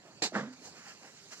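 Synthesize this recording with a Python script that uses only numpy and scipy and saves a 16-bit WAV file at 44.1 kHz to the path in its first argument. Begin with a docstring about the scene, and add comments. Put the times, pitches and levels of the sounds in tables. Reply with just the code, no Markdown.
"""A livestock shed, steady hiss throughout. At 0.22 s something hard takes a sharp, ringing knock.
From 0.33 s it bumps down with a hollow, rattling thud; low resonances hang on, one climbing in pitch.
Then cattle scuff and rustle on the littered floor, with one faint tap at 0.87 s.
Contacts and resonances are decaying sines; clatter and scuffs are grains of tiny impacts in noise.
A small two-port microphone hears it all."""
import sys
import numpy as np
from scipy import signal
from scipy.fft import rfft, irfft, next_fast_len
from scipy.io import wavfile
from scipy.ndimage import uniform_filter1d

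SR = 44100
rng = np.random.default_rng(int(sys.argv[2]) if len(sys.argv) > 2 else 0)


def put_to_file(sound):
    """Save the sound as 16-bit audio at rate SR, in the file named by the first command-line argument."""
    columns = np.atleast_2d(sound).T  # one column per channel
    safe = np.clip(columns, -1, 1)
    whole_steps = np.round(safe * 32767)
    wavfile.write(sys.argv[1], SR, whole_steps.astype(np.int16))


N = 61739
TIME_S = np.arange(N) / SR

# Contacts of knock, thud and late tap (start [s], level [dB], pitch [Hz], t60 [s])
CONTACT_MODES = [(.2199, -22, 750, .009), (.2203, -30, 2700, .006), (.2222, -23, 1900, .008),
                 (.2226, -22, 4100, .014), (.2228, -26, 7000, .008), (.2222, -29.5, 320, .045),
                 (.2277, -28, 7200, .012), (.3208, -35, 640, .035), (.3212, -40, 350, .06),
                 (.3405, -32, 320, .03), (.3523, -15.5, 1550, .011), (.3595, -19.5, 1450, .008),
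                 (.3855, -28, 1200, .012), (.3965, -33, 1700, .02), (.866, -51, 800, .1)]
CONTACT_RISE_CYCLES, LOW_CUT_HZ = 1.2, 130


def contacts():
    """Each contact rings briefly, higher and more abrupt the harder it is."""
    taps = sum(ring(start, hz, db, t60, CONTACT_RISE_CYCLES / hz) for start, db, hz, t60 in CONTACT_MODES)
    return signal.sosfilt(signal.butter(4, LOW_CUT_HZ, "highpass", fs=SR, output="sos"), taps)


# Crack, clatter (start [s], level [dB], attack [s], hold [s], sag [dB/s], release [dB/s])
KNOCK_BURSTS = [(.2202, -28.3, .003, .007, 150, 900), (.2342, -30.8, .002, .032, 135, 660)]
# Clatter spectrum (frequency [Hz], relative density [dB])
KNOCK_SPECTRUM = [(50, -39), (115, -22), (165, -5.5), (250, -9.5), (430, 0), (550, -11), (760, -8),
                  (1300, -15), (1700, -9), (2800, -7.5), (3270, -15), (3900, -1.5), (4500, -3), (5400, -8),
                  (7600, -8), (8500, -24.5), (15000, -39)]


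def knock():
    """A crack, then a bright, dense clatter that stops short."""
    return sum(envelope(*burst) for burst in KNOCK_BURSTS) * colour(grains(), KNOCK_SPECTRUM)


# Rattle (start [s], level [dB], attack [s], hold [s], sag [dB/s], release [dB/s])
THUD_BURST = (.326, -34.5, .038, .014, 50, 190)
# Rattle spectrum (frequency [Hz], relative density [dB])
THUD_SPECTRUM = [(40, -41), (90, -18), (150, -2), (350, -3), (500, -.5), (780, -5), (950, -8), (1200, -4),
                 (1750, -3), (2050, -8), (2400, -15), (4300, -18.5), (7500, -23), (8500, -39), (15000, -57)]


def thud():
    """A dull rattle swells and dies as the object bumps down."""
    return envelope(*THUD_BURST) * colour(grains(), THUD_SPECTRUM)


# Knocked object's modes (frequency [Hz], level [dB], t60 [s])
HARD_MODES = [(176, -43, .26), (441, -36, .14), (743, -37.5, .19), (834, -44, .2), (2380, -42, .13),
              (3947, -38, .11), (4587, -36, .12), (4755, -41, .12), (6024, -41, .1)]
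# Hollow body's modes (frequency [Hz], level [dB], t60 [s])
HOLLOW_MODES = [(475, -37, .27), (538, -38, .25), (617, -38, .19), (786, -40, .16), (930, -42, .22),
                (1125, -37, .19), (1245, -37, .16), (1671, -38, .19)]


def ringing():
    """The knock rings the hard object, the thud its hollow body."""
    hard = sum(ring(.2212, hz, db, t60, rise_s=.002) for hz, db, t60 in HARD_MODES)
    hollow = sum(ring(.357, hz, db, t60, rise_s=.006) for hz, db, t60 in HOLLOW_MODES)
    return hard + hollow


# Low resonances (start [s], frequency [Hz], level [dB], rise [s], t60 [s])
BOOM_MODES = [(.353, 208, -21, .016, .13), (.383, 138, -39.5, .015, .28), (.58, 250, -52, .02, .25)]


def boom():
    """Low resonances build after the thud and hang on."""
    return sum(ring(start, hz, db, t60, rise) for start, hz, db, rise, t60 in BOOM_MODES)


# Low ring (start [s], level [dB], attack [s], hold [s], sag [dB/s], release [dB/s])
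WOBBLE_BURST = (.4, -36, .014, .125, 120, 480)
WOBBLE_FROM_HZ, WOBBLE_TO_HZ, CLIMB_AT_S, CLIMB_S = 208, 255, .465, .014
WOBBLE_DEPTH, WOBBLE_RATE_HZ = .36, 35


def wobble():
    """A low ring slides up in pitch and flutters unevenly as it fades."""
    climb = (1 + np.tanh((TIME_S - CLIMB_AT_S) / CLIMB_S)) / 2
    pitch_hz = WOBBLE_FROM_HZ + (WOBBLE_TO_HZ - WOBBLE_FROM_HZ) * climb
    phase = 2 * np.pi * np.cumsum(pitch_hz) / SR
    flutter_band = np.exp(-10 * np.log((np.fft.rfftfreq(N, 1 / SR) + 1) / WOBBLE_RATE_HZ) ** 2)
    in_phase, quadrature = WOBBLE_DEPTH * unit(irfft(rfft(rng.standard_normal((2, N))) * flutter_band, N))
    return envelope(*WOBBLE_BURST) * ((1 + in_phase) * np.sin(phase) + quadrature * np.cos(phase))


# Scuffs (centre [s], half-width [s], body [dB], grit [dB], hiss [dB])
SCUFF_SWELLS = [(.075, .045, -57.5, -65, -69), (.535, .012, -68, -60, -58), (.665, .055, -54.5, -59, -51.5),
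                (.785, .05, -67, -56, -58), (.89, .07, -61, -51.5, -54), (1.055, .07, -57.5, -57.5, -61),
                (1.329, .022, -57.5, -49, -49), (1.385, .07, -68, -61, -55)]
# Scuff layer spectra (frequency [Hz], relative density [dB])
BODY_SPECTRUM = [(60, -30), (180, 0), (400, -1), (800, 0), (1200, -12), (3000, -35)]
GRIT_SPECTRUM = [(400, -30), (1000, -6), (1700, 0), (2200, -6), (2900, -5), (3500, -18), (9000, -40)]
HISS_SPECTRUM = [(1500, -30), (3500, -14), (4300, 0), (7500, -1), (8500, -17), (15000, -27)]


def scuffs():
    """Soft swells of grains as cattle shift on dirt and straw."""
    layers = [colour(grains(), spectrum) for spectrum in (BODY_SPECTRUM, GRIT_SPECTRUM, HISS_SPECTRUM)]
    out = np.zeros((2, N))
    for centre_s, half_width_s, *levels_db in SCUFF_SWELLS:
        out += swell(centre_s, half_width_s) * sum(amp(db) * layer for db, layer in zip(levels_db, layers))
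    return out


# Distant tones (centre [s], half-width [s], pitch [Hz], level [dB])
FAR_TONES = [(.185, .045, 4550, -59), (1.245, .055, 400, -62.5)]


def far_tones():
    """Two faint, brief tones from far off."""
    return sum(amp(db) * swell(centre_s, half_width_s) * np.sin(2 * np.pi * hz * TIME_S)
               for centre_s, half_width_s, hz, db in FAR_TONES)


# Yard noise spectrum (frequency [Hz], relative density [dB])
YARD_SPECTRUM = [(25, -41), (55, -28), (95, -4), (170, 1), (300, -2.5), (800, -9), (1700, -11), (2700, -10),
                 (3500, -17), (4400, -9), (7500, -11), (8500, -25), (15000, -38)]
# Shelf gains (time [s], bass [dB], treble [dB])
YARD_DRIFT = [(0, 1, -6), (.2, -1, -2.5), (.5, -1, -4), (.62, 0, 2), (.8, 1, 0), (.92, -6, 0),
              (1.12, -6, 1), (1.27, -1, 3.5), (1.4, -5, 2)]
YARD_DB, PATCH_DB, BASS_HZ, TREBLE_HZ = -56.5, 2.4, 600, 3000


def background():
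    """Steady yard noise with faint patches; its bass sinks and its treble rises a little."""
    noise = colour(rng.standard_normal((2, N)), YARD_SPECTRUM)
    hz, frame_s, spectra = signal.stft(noise, SR, nperseg=512)
    patches = uniform_filter1d(rng.standard_normal(spectra.shape[1:]), size=7, axis=0)
    patches = unit(uniform_filter1d(patches, size=9, axis=1))
    drift_s, bass_db, treble_db = np.transpose(YARD_DRIFT)
    bass = np.outer(1 / (1 + (hz / BASS_HZ) ** 2), np.interp(frame_s, drift_s, bass_db))
    treble = np.outer(hz ** 4 / (hz ** 4 + TREBLE_HZ ** 4), np.interp(frame_s, drift_s, treble_db))
    spectra *= amp(PATCH_DB * patches + bass + treble)
    return amp(YARD_DB) * signal.istft(spectra, SR, nperseg=512)[1][:, :N]


GRAIN_SPREAD_DB, GRAINS_PER_S, BLUR_SHARE = 3, 2500, .62


def grains():
    """Two streams of dense tiny impacts of uneven size, blurred by the shed."""
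    sizes = amp(GRAIN_SPREAD_DB * np.minimum(rng.exponential(1, (2, N)), 4))
    signs = rng.choice([-1, 1], (2, N))
    clicks = unit(sizes * signs * (rng.random((2, N)) < GRAINS_PER_S / SR))
    return np.sqrt(1 - BLUR_SHARE) * clicks + np.sqrt(BLUR_SHARE) * rng.standard_normal((2, N))


def ring(start_s, hz, db, t60_s, rise_s):
    """One decaying mode."""
    age_s = np.maximum(TIME_S - start_s, 0)
    return np.minimum(age_s / rise_s, 1) * amp(db - 60 * age_s / t60_s) * np.sin(2 * np.pi * hz * age_s)


def envelope(start_s, db, attack_s, hold_s, sag_db_per_s, release_db_per_s):
    """Attack, sagging hold, release."""
    age_s = np.maximum(TIME_S - start_s, 0)
    sag_db = sag_db_per_s * np.clip(age_s - attack_s, 0, hold_s)
    release_db = release_db_per_s * np.maximum(age_s - attack_s - hold_s, 0)
    return np.minimum(age_s / attack_s, 1) * amp(db - sag_db - release_db)


def swell(centre_s, half_width_s):
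    """Gaussian envelope, peak 1."""
    return np.exp(-2 * ((TIME_S - centre_s) / half_width_s) ** 2)


def colour(noise, spectrum):
    """Spectrally shaped noise, rms 1."""
    return unit(irfft(rfft(noise) * amp(lookup(spectrum, np.fft.rfftfreq(N, 1 / SR))), N))


def lookup(table, hz, column=1):
    """Table column interpolated over log frequency."""
    columns = np.transpose(table)
    return np.interp(np.log(hz + 1), np.log(columns[0]), columns[column])


def amp(db):
    """Decibels to gain."""
    return 10 ** (np.asarray(db) / 20)


def unit(x):
    """Scale to rms 1."""
    return x / np.sqrt(np.mean(x ** 2) + 1e-20)


# Microphone ports (frequency [Hz], left lead [rad], left minus right [dB], coherence [0-1])
PORT_RESPONSE = [(60, 0, -2.5, .85), (500, .1, -3.5, .85), (1400, -.8, -2, .85), (2600, -2.25, -3.3, .9),
                 (4200, -2.1, -6, .45), (7500, -3.2, -5, .25), (11000, -3.5, 1.5, 0)]


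def microphone(diffuse, direct):
    """The left port is mostly later and softer; diffuse treble differs between the ports."""
    size = next_fast_len(N + 4096)
    hz = np.fft.rfftfreq(size, 1 / SR)
    lead_rad, balance_db, coherence = (lookup(PORT_RESPONSE, hz, column) for column in (1, 2, 3))
    tilt = amp(balance_db / 2)
    common, independent = rfft(diffuse, size)
    direct_bins = rfft(direct, size)
    left = direct_bins + coherence * common + np.sqrt(1 - coherence ** 2) * independent
    right = direct_bins + common
    return irfft(np.array([left * tilt * np.exp(1j * lead_rad), right / tilt]), size)[:, :N]


def scene():
    """Diffuse noise and direct ringing meet at the microphone."""
    diffuse = knock() + thud() + scuffs() + background()
    direct = contacts() + ringing() + boom() + wobble() + far_tones()
    return microphone(diffuse, direct)


BAND_LIMIT_HZ = 15800


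def record(dry):
    """Steep low-pass at the band limit."""
    lowpass = signal.firwin(511, BAND_LIMIT_HZ, window=("kaiser", 9), fs=SR)
    return signal.oaconvolve(dry, lowpass[None], "same")


dry = scene()
out = record(dry)
put_to_file(out)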